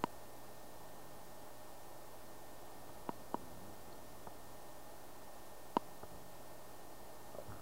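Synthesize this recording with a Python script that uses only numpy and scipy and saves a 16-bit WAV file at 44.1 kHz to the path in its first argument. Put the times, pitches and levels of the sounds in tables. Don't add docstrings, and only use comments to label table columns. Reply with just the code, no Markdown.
import sys
import numpy as np
from scipy import signal
from scipy.fft import rfft, irfft, next_fast_len
from scipy.io import wavfile
from scipy.ndimage import uniform_filter1d

SR = 44100
rng = np.random.default_rng(int(sys.argv[2]) if len(sys.argv) > 2 else 0)


def store_pcm(level_fs):
    pcm = np.round(np.clip(level_fs, -1, 1) * 32767).astype(np.int16)
    wavfile.write(sys.argv[1], SR, np.atleast_2d(pcm).T)


N = 335601
TIME = np.arange(N) / SR
RING_TIME = TIME[:SR // 6]

# frequency_hz, relative_db
FAN_AIR = [(20, -1), (55, -1), (90, -6), (150, -7.5), (210, -4.5), (260, -2.5), (340, -1), (480, -3),
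           (630, 1.5), (850, -1), (1100, -5), (1400, -11.5), (1900, -21), (4000, -45)]
# pitch_hz, level_db, width_hz
FAN_TONES = [(59.2, -80.5, 1.8), (120.2, -69.5, 3.4), (168, -80, 2.7), (203.7, -79, 4.8), (284.4, -75, 6),
             (338.4, -72, 10.06), (423.4, -73, 6.4), (609, -68, 6.92), (832, -69.5, 6.4), (1580, -85, 14)]
# frequency_hz, relative_db
PREAMP_HISS = [(20, 0), (1500, 0), (2900, 0.86), (4700, 1), (6000, 0.14), (16000, 0.16)]
# pitch_hz, level_db
WHINES = [(1815, -73.8), (2082, -88.5), (15299, -84)]
# start_s, push_db, push_cutoff_hz, click_db, click_cutoff_hz, bass_cutoff_hz,
# direction (the shell snaps outward +1 or inward -1)
CASE_TAPS = [(0.0391, -2, 1880, -1, 9000, 130, 1), (3.0917, -6, 1200, -12, 3600, 115, 1),
             (3.3438, -5, 1750, -10.5, 3600, 165, -1), (5.7678, 1, 2600, 1, 4900, 180, -1)]
# pitch_hz, level_db, t60_s
BODY_MODES = [(232, -19, .016), (443, -29, 0.014), (657, -36, 0.032), (949, -16.5, 0.02),
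              (1240, -35.5, .019)]
# pitch_hz, level_db, t60_s
SHELL_MODES = [(1470, -41.5, 0.018), (2080, -41.5, 0.015), (2450, -45, 0.011), (2865, -32.5, 0.0076),
               (3560, -48, 0.0095), (4076, -44, 0.011), (4650, -53, .035), (6100, -50.5, 0.014),
               (7130, -46, .013), (7970, -50, 0.014)]
# start_s, end_s, level_db
DRONE_SPELLS = [(0.7, 1.453, -70.5), (5.853, 6.6, -70.5)]
# peak_s, level_db, swell_s, fade_s (both per 20 dB)
GRIP_SHIFTS = [(2.87, -65, .2, 1.1), (3.42, -62, .4, .7), (3.88, -64, .3, .8), (6.145, -52.5, .06, .1),
               (7.53, -53, .2, .11)]
# start_s, knock_db, pitch_hz, t60_s, thud_db, rebound_gap_s, rebound_loss_db
SOFT_TOUCHES = [(2.893, -43, 950, .013, -54, .006, 16), (3.927, -51, 4300, .014, -75, .006, 18),
                (4.271, -31, 855, .01, -47, .0105, 8), (6.030, -39, 850, .018, -45, .0046, 1),
                (7.348, -35, 640, .019, -52, .012, 16), (7.385, -33, 590, .034, -61, .015, 6)]
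# pitch_hz, relative_db, t60_s
TABLE_MODES = [(96, 0, 0.052), (202, 1, .025), (367, 2.5, 0.026)]
# pitch_hz, relative_db, t60_s
RIM_MODES = [(1250, 4, .014)]
# time_s, slips_per_s
CREAK_PACE = [(3.41, 91), (3.55, 80), (3.68, 107)]


def undb(db):
    return 10 ** (np.asarray(db) / 20)


def unit(x):
    return x / np.sqrt(np.mean(x ** 2))


def add(track, start_s, sound):
    i = int(np.clip(start_s * SR, 0, N - 1))
    track[i:i + len(sound)] += sound[:N - i]


def cut(x, hz, kind, order=2):
    return signal.sosfilt(signal.butter(order, hz, kind, fs=SR, output="sos"), x)


def ring(modes):
    return sum(undb(db) * np.sin(2 * np.pi * hz * RING_TIME) * np.exp(-np.log(1000) * RING_TIME / t60_s)
               for hz, db, t60_s in modes)


def noise(points):
    hz, db = np.transpose(points)
    size = next_fast_len(N)
    bin_hz = np.maximum(np.arange(size // 2 + 1) * SR / size, 1)
    colour = undb(np.interp(np.log(bin_hz), np.log(hz), db))
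    return unit(irfft(rfft(rng.standard_normal(size)) * colour, size)[:N])


def wander(rate_hz):
    hold = int(SR / rate_hz)
    steps = np.repeat(rng.standard_normal(N // hold + 1), hold)
    return unit(uniform_filter1d(steps, hold)[:N])


def fan(air_db=-57.5):
    out = noise(FAN_AIR) * undb(air_db + 0.1 * wander(1.88) + 0.19 * wander(21))
    for hz, db, width_hz in FAN_TONES:
        phase = 2 * np.pi * np.cumsum(hz + width_hz / 2 * wander(12)) / SR
        out += undb(db + 0.86 * wander(6)) * unit(np.sin(phase))
    return out


def electronics(hiss_db=-61.5):
    whine = sum(undb(db) * unit(np.sin(2 * np.pi * hz * TIME)) for hz, db in WHINES)
    return undb(hiss_db) * noise(PREAMP_HISS) + whine


def taps():
    out = np.zeros(N)
    body = ring(BODY_MODES[:1]) - ring(BODY_MODES[1:])
    for start_s, push_db, push_hz, click_db, click_hz, bass_hz, direction in CASE_TAPS:
        push = cut(cut(body, push_hz, "low", order=1), push_hz, "low", order=1)
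        click = cut(ring(SHELL_MODES), click_hz, "low")
        blow = undb(push_db) * push + direction * undb(click_db) * click
        add(out, start_s, cut(blow, bass_hz, "high"))
    return out


def drone(pitch_hz=167.5):
    level = sum(undb(db) * ((TIME > start_s) & (TIME < end_s)) for start_s, end_s, db in DRONE_SPELLS)
    return uniform_filter1d(level, SR // 20) * unit(np.sin(2 * np.pi * pitch_hz * TIME))


def grip():
    level = np.zeros(N)
    for peak_s, db, swell_s, fade_s in GRIP_SHIFTS:
        drop_db = 20 * np.maximum((peak_s - TIME) / swell_s, (TIME - peak_s) / fade_s).clip(0, 10)
        level += undb(db - drop_db)
    rumble = noise([(20, -29), (50, 2), (80, -5), (170, -5), (280, -10.5), (500, -10),
                    (1300, -27), (3000, -53)])
    return rumble * level * undb(1.4 * wander(25))


def touches(seat_lag_s=.0034, rebound_hz=580):
    out = np.zeros(N)
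    thud = cut(cut(ring(TABLE_MODES), 700, "low"), 70, "high")
    clack = cut(cut(ring(RIM_MODES), 1700, "low", order=4), 400, "high")
    for start_s, knock_db, hz, t60_s, thud_db, gap_s, loss_db in SOFT_TOUCHES:
        add(out, start_s + seat_lag_s, undb(thud_db) * (thud + clack))
        for bounce in range(3):
            knock = cut(ring([(hz, knock_db - bounce * loss_db, t60_s)]), 1.7 * hz, "low")
            add(out, start_s + bounce * gap_s, cut(knock, 0.31 * hz, "high"))
            hz += .8 * (rebound_hz - hz)
    return out


def creak(start_s=3.35, length_s=.41, fade_s=.04, level_db=-60.5):
    times_s, slips_per_s = np.transpose(CREAK_PACE)
    slip_hz = np.interp(TIME, times_s, slips_per_s) * (1 + .015 * wander(60))
    phase = 2 * np.pi * np.cumsum(slip_hz) / SR
    saw = sum(undb(db) * np.sin(harmonic * phase) for harmonic, db in enumerate([-2, 1.5, 1, -9], 1))
    age_s = TIME - start_s
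    envelope = np.clip(np.minimum(age_s, length_s - age_s) / fade_s, 0, 1)
    return unit(saw) * undb(level_db) * envelope


def drag(start_s=7.473, length_s=.125, slip_hz=116, slowing_hz_per_s=340, fade_db_per_s=155):
    out, age_s = np.zeros(N), 0
    for gap_jitter, level_jitter, detune in rng.standard_normal((20, 3)):
        if age_s > length_s:
            break
        shake_gain = min(age_s / .017, 1) * undb(-39 - fade_db_per_s * age_s)
        shake = shake_gain * ring([(108, 0, 0.043)])
        upper_mode = ring([(1300 * (1 + .03 * detune), -49, .014)])
        lower_modes = ring([(800 * (1 + .1 * detune), -53, .01), (280, -53, .018)])
        scrape = cut(upper_mode - lower_modes, 1600, "low", order=4)
        loose = min(age_s / .035, 1)
        add(out, start_s + age_s, shake + loose * undb(1.5 + 3 * level_jitter) * scrape)
        age_s += (1 + .08 * gap_jitter) / max(slip_hz - slowing_hz_per_s * age_s, slip_hz / 2)
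    return out


def scene():
    handling = taps() + grip() + touches() + creak() + drag()
    mono = handling + fan() + electronics() + drone()
    return np.array([mono, mono])


def record(dry, top_hz=15750, dc_offset=.0035):
    low_pass = signal.ellip(12, .1, 70, top_hz, fs=SR, output="sos")
    return signal.sosfilt(low_pass, dry) + dc_offset


dry = scene()
out = record(dry)
store_pcm(out)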